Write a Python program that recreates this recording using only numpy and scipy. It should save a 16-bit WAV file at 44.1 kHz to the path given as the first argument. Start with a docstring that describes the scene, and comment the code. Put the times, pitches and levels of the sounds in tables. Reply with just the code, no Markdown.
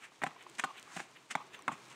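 """A horse trots along a paved path, some metres from a small microphone, led by a runner.
The two hooves of each diagonal pair land a moment apart: the wall clicks, the cupped sole rings hollow,
the weight thuds, and grit scrapes. Shoes scuff lightly between the beats. The steps reach the microphone
across grass, and a line of trees echoes them. Behind are a faint breeze, a far-off hum and one bird note."""
import sys
import numpy as np
from scipy import signal
from scipy.fft import rfft, irfft
from scipy.io import wavfile
from scipy.ndimage import uniform_filter1d

SR = 44100
rng = np.random.default_rng(int(sys.argv[2]) if len(sys.argv) > 2 else 0)


def pcm_store(signal):
    """Save signal as 16-bit PCM."""
    levels = np.round(np.clip(np.atleast_2d(signal), -1, 1) * 32767)
    wavfile.write(sys.argv[1], SR, levels.astype(np.int16).T)


N = 85995

# colours of the breeze and of its high rustle (frequency [Hz], gain [dB])
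BREEZE_COLOUR = [(25, -54), (70, 14), (95, -1), (122, 13), (170, 0), (260, 1), (370, 2), (560, -2.5),
                 (1000, 0), (1500, -3.5), (2400, -4.5), (4700, -16), (7700, -29.5), (11000, -27.5),
                 (16000, -32)]
RUSTLE_COLOUR = [(500, -32), (2500, -2.5), (3700, -1), (5000, -3.5), (6300, -2), (7700, -4), (9500, -9),
                 (11500, -21.5), (16000, -32)]
# rise and fall of the breeze, the rustle and the far-off hum (time [s], level [dB])
BREEZE_LEVELS = [(0, -64.5), (.19, -63), (.5, -59.5), (.9, -62), (1.1, -62.5), (1.27, -63), (1.55, -59),
                 (1.95, -59)]
RUSTLE_LEVELS = [(0, -68.5), (.2, -72), (.45, -69.5), (.55, -64.5), (.72, -69.5), (.88, -67), (.97, -53),
                 (1.01, -52.5), (1.06, -70), (1.15, -69), (1.7, -72.5), (1.83, -63), (1.95, -67)]
HUM_LEVELS = [(0, -84), (.35, -79), (.5, -64), (.75, -72), (1.2, -79), (1.45, -67.5), (1.65, -62.5),
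              (1.95, -72.5)]
# taps of the runner's shoes (time [s], level [dB], pitch [Hz])
SHOE_TAPS = [(0.0324, -59, 2240), (0.0458, -42, 1780), (0.409, -40, 1900), (.758, -35.5, 2800),
             (0.77, -50, 2450), (1.159, -41.5, 2420), (1.544, -33, 2320)]
# shoes and hooves sliding on grit
# (peak time [s], rise [s], fall [s], rasp pitch [Hz], rasp [dB], hiss [dB], rumble [dB])
SHOE_SCUFFS = [(.046, 0.023, 0.015, 1950, -49, -56, -72), (.415, .03, 0.02, 2400, -57, -67, -79),
               (.782, 0.021, 0.017, 2390, -50.5, -60, -72.5), (1.166, .01, 0.011, 2330, -55, -72, -83),
               (1.546, 0.01, 0.0092, 2330, -47.5, -52.5, -72), (1.92, 0.021, 0.025, 2170, -57, -58, -100)]
HOOF_SCRAPES = [(.223, 0.002, 0.0025, 1840, -39, -72, -38.5), (.272, 0.012, 0.0057, 1640, -49, -50, -43),
                (.585, 0.00072, 0.0072, 2180, -51, -43.5, -51),
                (.597, 0.003, 0.0046, 1800, -29.5, -34, -48), (.624, 0.0048, 0.01, 2100, -79, -55.5, -79),
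                (.925, 0.054, 0.058, 1380, -56, -61, -77), (.968, 0.0031, 0.0028, 1820, -38, -42, -37),
                (.993, 0.027, 0.035, 1750, -51, -56.5, -56.5), (1.311, 0.0037, 0.0078, 1950, -40, -37, -58),
                (1.324, 0.0057, 0.0033, 2100, -50, -56, -57), (1.724, 0.01, .016, 2050, -48, -52, -48)]
# colour of rasping grit (frequency [ratio to rasp pitch], gain [dB])
RASP_COLOUR = [(.06, -45), (.27, -31.5), (.45, -10), (.75, 0.5), (1.25, 0), (1.6, -6), (1.95, -15),
               (2.4, -34), (4.5, -24), (8, -32.5)]
# colours of a sliding foot's hiss and rumble, and of cracking stone (frequency [Hz], gain [dB])
HISS_COLOUR = [(500, -6), (2500, 3.5), (3700, -3), (4700, -6), (6300, -1), (8000, 0), (9500, -7.5),
               (11500, -25.5), (16000, -51)]
RUMBLE_COLOUR = [(30, -26), (90, -26), (150, 11), (250, -0.5), (370, -11.5), (500, -16.5), (780, 2),
                 (1300, -25.5), (4000, -76), (16000, -73)]
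CRACK_COLOUR = [(500, -38), (2500, -0.5), (3700, 1), (4700, -3.5), (6300, -3), (8300, 2.5), (9800, -9),
                (11500, -15.5), (16000, -18)]
# way to the microphone: the bounce off the grass cuts two dips (frequency [Hz], gain [dB])
PATH_TO_MIC = [(150, -1), (270, 2.5), (400, -1), (500, -4.5), (590, -3), (680, 2), (1000, -1), (2300, 0.5),
               (3800, -1), (4900, -3.5), (6500, -1), (16000, -2.5)]
# colours of the echoes from foliage and trunks (frequency [Hz], gain [dB])
FOLIAGE_COLOUR = [(60, -6), (150, -5), (320, -4.5), (550, -0.5), (800, -6.5), (1100, 1.5), (1500, -10),
                  (2500, -3.5), (5000, 4), (16000, -21)]
TRUNK_COLOUR = [(200, -25), (550, -14), (800, -2), (1000, 4.5), (1200, 6), (1450, -28), (2400, -8),
                (6000, -43)]
# clops thrown back by the trunks (time [s], level [dB], swell [s])
TRUNK_RETURNS = [(.118, -54.5, 0.0021), (0.307, -48, 0.0038), (0.362, -51.5, 0.0031), (.463, -49, 0.0035),
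                 (0.682, -48, 0.0068), (.697, -48, 0.0093), (0.874, -55.5, 0.0032), (1.105, -56, 0.0016),
                 (1.375, -48, 0.0047), (1.399, -45.5, 0.0068), (1.413, -51.5, .006), (1.591, -52, .003)]
# hooves meeting the paving (time [s], click [dB], click pitch [Hz], click top [Hz],
# crunch [dB re click], hollow [dB], hollow pitch [Hz], hollow swell [s], thud [dB], grit [dB])
HOOF_CONTACTS = [(0.2179, -23.5, 1710, 3550, -2, -40.5, 760, 0.0037, -45, -62),
                 (0.2276, -26, 2040, 3830, -1, -65, 830, .003, -76, -52),
                 (0.2361, -10.5, 1760, 2940, -4, -26.5, 758, 0.0049, -37, -42.5),
                 (0.2656, -18, 2000, 3970, -11, -36, 990, 0.0046, -51, -64),
                 (0.2695, -35, 1600, 3380, 4, -50, 786, 0.002, -49, -53.5),
                 (0.6382, -16.5, 2040, 4250, -5.5, -26, 1111, 0.004, -55, -41),
                 (0.6389, -25, 1980, 3830, 0, -32.5, 774, 0.0053, -52, -57),
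                 (0.6456, -22.5, 1580, 4250, -16, -30, 1090, 0.0033, -42.5, -49),
                 (0.9741, -20.5, 1940, 3200, -21, -70, 770, .003, -47.5, -55),
                 (0.9964, -24, 1830, 3270, -10, -49.5, 800, 0.0076, -44.5, -55),
                 (1.0021, -19.5, 2010, 3300, -9, -65, 880, 0.0042, -41.5, -60),
                 (1.3524, -14.5, 1674, 4300, -1.5, -24, 797, 0.0028, -35.5, -43),
                 (1.6797, -13.5, 1720, 2750, 0, -26.5, 1079, 0.0037, -35, -47.5),
                 (1.6889, -45, 1230, 2670, -9, -29, 872, 0.003, -34.5, -63),
                 (1.7173, -26, 1270, 3500, -6, -44, 1124, 0.0029, -39, -60.5)]
# modes of the hoof wall, also used for shoe taps (frequency [ratio to pitch], level [dB], t60 [s])
WALL_MODES = [(.62, -38.5, 0.003), (.86, -10, 0.0043), (1.04, -8.5, 0.0032), (1.27, -11, 0.0028),
              (2.0, -18.5, 0.012)]
# modes of the hollow under the sole (frequency [ratio to pitch], level [dB])
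SOLE_MODES = [(0.742, -15.5), (0.998, -2.5), (1.332, -8)]
# modes of the ground under the hoof (frequency [Hz], level [dB])
GROUND_MODES = [(170, -5.5), (265, -6), (380, -14.5)]
# loose grains of stone snapping (time [s], level [dB])
STONE_TICKS = [(0.4266, -47), (0.4975, -42), (0.797, -43.5), (.828, -43.5), (1.5915, -51), (1.6227, -46.5)]


def undb(db):
    """Decibels to gain."""
    return 10 ** (np.asarray(db) / 20)


def unit(x):
    """Scale to rms 1."""
    return x / np.sqrt(np.mean(x ** 2))


def since(start):
    """Seconds since a moment, negative before it."""
    return np.arange(N) / SR - start


def curve(points):
    """Straight lines through (time [s], level [dB]) points."""
    return np.interp(since(0), *np.array(points).T)


def fade(t, fall_s):
    """Sudden start, exponential fall."""
    return (t >= 0) * np.exp(-np.abs(t) / fall_s)


def hump(t, swell_s):
    """Smooth rise to 1 and a slower fall."""
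    u = np.maximum(t, 0) / swell_s
    return (u * np.exp(1 - u)) ** 2


def add(out, start, sound):
    """Mix a short sound in at a moment."""
    first = int(start * SR)
    out[first:first + len(sound)] += sound[:N - first]


def colour(x, points):
    """Causal filter through (frequency [Hz], gain [dB]) points."""
    hz, db = np.array(points).T
    size = 2 * N
    bins_hz = np.maximum(np.arange(N + 1) * SR / size, 1)
    gain = undb(np.interp(np.log(bins_hz), np.log(hz), db))
    cepstrum = irfft(np.log(gain))
    cepstrum[1:N] *= 2  # fold to minimum phase
    cepstrum[N + 1:] = 0
    return irfft(rfft(x, size) * np.exp(rfft(cepstrum)))[:N]


def through(x, response):
    """Convolve and keep the length."""
    return signal.fftconvolve(x, response)[:N]


def walk(rate_hz):
    """Smooth random wander with rms 1."""
    width = max(int(SR / rate_hz), 1)
    return unit(uniform_filter1d(uniform_filter1d(rng.standard_normal(N), width), width))


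def grains(size=N, spread_db=3.5):
    """Dense tiny clicks of very unequal size."""
    clicks = rng.standard_normal(size) * (rng.random(size) < .2)
    strength_db = spread_db * np.minimum(rng.exponential(size=size), 3.1)
    return unit(clicks * undb(strength_db))


def breeze(waver_db=0.83, flicker_db=1.8):
    """Soft outdoor air around the microphone, with a flickering high rustle."""
    air = unit(colour(rng.standard_normal(N), BREEZE_COLOUR))
    air *= undb(curve(BREEZE_LEVELS) + waver_db * walk(17))
    rustle = unit(colour(grains(), RUSTLE_COLOUR))
    rustle *= undb(curve(RUSTLE_LEVELS) + flicker_db * walk(55))
    return air + rustle


def hum(pitch_hz=365, waver_hz=44.66):
    """A faint, low tone wavers far off."""
    hz = pitch_hz + waver_hz * walk(68.5)
    return undb(curve(HUM_LEVELS)) * np.sin(2 * np.pi * np.cumsum(hz) / SR)


def scuffs(slides):
    """A foot slides on the path: grains rasp, hiss and shake the ground."""
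    hiss = unit(colour(grains(), HISS_COLOUR))
    rumble = unit(colour(grains(), RUMBLE_COLOUR))
    out = np.zeros(N)
    for peak, rise, fall, hz, rasp_db, hiss_db, rumble_db in slides:
        t = since(peak)
        envelope = np.exp(-np.abs(t) / np.where(t < 0, rise, fall))
        rasp = unit(colour(grains(), [(ratio * hz, db) for ratio, db in RASP_COLOUR]))
        out += envelope * (undb(rasp_db) * rasp + undb(hiss_db) * hiss + undb(rumble_db) * rumble)
    return out


def knock(start, hz, top_hz, crunch_db, push_s=0.000081, crunch_s=0.0042):
    """A first touch and a crunch of small contacts ring short hard modes, dulled above top_hz."""
    age, lead, out = np.arange(SR // 20) / SR, 4 * push_s, np.zeros(N)
    push = np.exp(-((age - lead) / push_s) ** 2)
    crunch = grains(len(age)) * fade(age - lead, crunch_s)
    force = push / push.sum() + undb(crunch_db) * crunch / np.linalg.norm(crunch)
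    ring = sum(undb(db) * np.sin(2 * np.pi * ratio * hz * age) * fade(age, t60 / np.log(1000))
               for ratio, db, t60 in WALL_MODES)
    ring = signal.sosfilt(signal.butter(4, top_hz, fs=SR, output="sos"), ring)
    add(out, start - lead, through(force, ring))
    return out


def runner():
    """Running shoes scuff and tap lightly beside the horse."""
    slides = scuffs(SHOE_SCUFFS)
    taps = sum(undb(db) * knock(start, hz, top_hz=3880, crunch_db=-14) for start, db, hz in SHOE_TAPS)
    return slides + taps


def scatter(t60_s):
    """Response of many small reflectors, with energy 1."""
    response = rng.standard_normal(N) * fade(since(0), t60_s / np.log(1000))
    return response / np.linalg.norm(response)


def trees(steps, delay_s=.014):
    """Foliage scatters the steps into a thin tail; brief swells of noise stand for the trunks' echoes."""
    t = since(0)
    near = undb(-14.5) * scatter(t60_s=0.18)
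    far = undb(-16.5) * scatter(t60_s=0.78)
    tail = through(colour(steps, FOLIAGE_COLOUR), near + far)
    foliage = np.interp(t - delay_s, t, tail, left=0)
    returns = sum(undb(db) * hump(since(start), swell_s) for start, db, swell_s in TRUNK_RETURNS)
    return foliage + returns * unit(colour(rng.standard_normal(N), TRUNK_COLOUR))


def resonance(t, hz, swell_s, sag=0, sag_s=0.0016):
    """A mode swells and dies; it starts sharp by the fraction sag and sinks to its pitch."""
    cycles = hz * (t + sag * sag_s * (1 - np.exp(-t / sag_s)))
    return hump(t, swell_s) * np.sin(2 * np.pi * cycles)


def hooves(grit_rise_s=0.0012, grit_fall_s=0.0039):
    """Each contact rings the wall, the hollow under the sole and the ground, and crushes grit."""
    out, grit, age = np.zeros(N), np.zeros(N), since(0)[:SR // 20]
    thud = sum(undb(db) * resonance(age, hz, swell_s=0.0049) for hz, db in GROUND_MODES)
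    crush = 2 * fade(age, grit_fall_s) * (1 - fade(age, grit_rise_s))  # peaks near 1
    for (start, click_db, click_hz, top_hz, crunch_db,
         hollow_db, hollow_hz, swell_s, thud_db, grit_db) in HOOF_CONTACTS:
        out += undb(click_db) * knock(start, click_hz, top_hz, crunch_db)
        hollow = sum(undb(db) * resonance(age, ratio * hollow_hz, swell_s, sag=0.46)
                     for ratio, db in SOLE_MODES)
        roughness = 1 + 0.14 * walk(1300)[:len(age)]
        add(out, start, undb(hollow_db) * hollow * roughness + undb(thud_db) * thud)
        add(grit, start, undb(grit_db) * crush)
    return out + grit * unit(colour(grains(), CRACK_COLOUR))


def stone_ticks(fall_s=0.00084):
    """Single bits of stone snap on the paving."""
    snaps = sum(undb(db) * fade(since(start), fall_s) for start, db in STONE_TICKS)
    return snaps * unit(colour(rng.standard_normal(N), CRACK_COLOUR))


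def bird(peak_s=1.588, width_s=0.051, pitch_hz=6100, fall_hz_per_s=15000):
    """A distant bird gives one thin, wavering, falling note."""
    t = since(peak_s)
    hz = pitch_hz - fall_hz_per_s * t + 50 * walk(170)
    envelope = undb(-69) * np.exp(-(t / width_s) ** 2)
    return envelope * np.sin(2 * np.pi * np.cumsum(hz) / SR)


def scene():
    """Horse and runner some metres off across the grass, trees behind them, heard from one spot."""
    on_path = hooves() + scuffs(HOOF_SCRAPES) + runner() + stone_ticks()
    steps = colour(on_path, PATH_TO_MIC)
    return (steps + trees(steps) + breeze() + hum() + bird())[None]


def record(dry):
    """A small microphone lets little deep bass through and cuts the top."""
    bass_cut_hz, leak_db, top_hz = 151.5, -19.5, 15650
    low_cut = signal.butter(5, bass_cut_hz, "high", fs=SR, output="sos")
    high_cut = signal.ellip(10, .2, 70, top_hz, fs=SR, output="sos")
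    thin = signal.sosfilt(low_cut, dry) + undb(leak_db) * dry
    return signal.sosfilt(high_cut, thin)


dry = scene()
out = record(dry)
pcm_store(out)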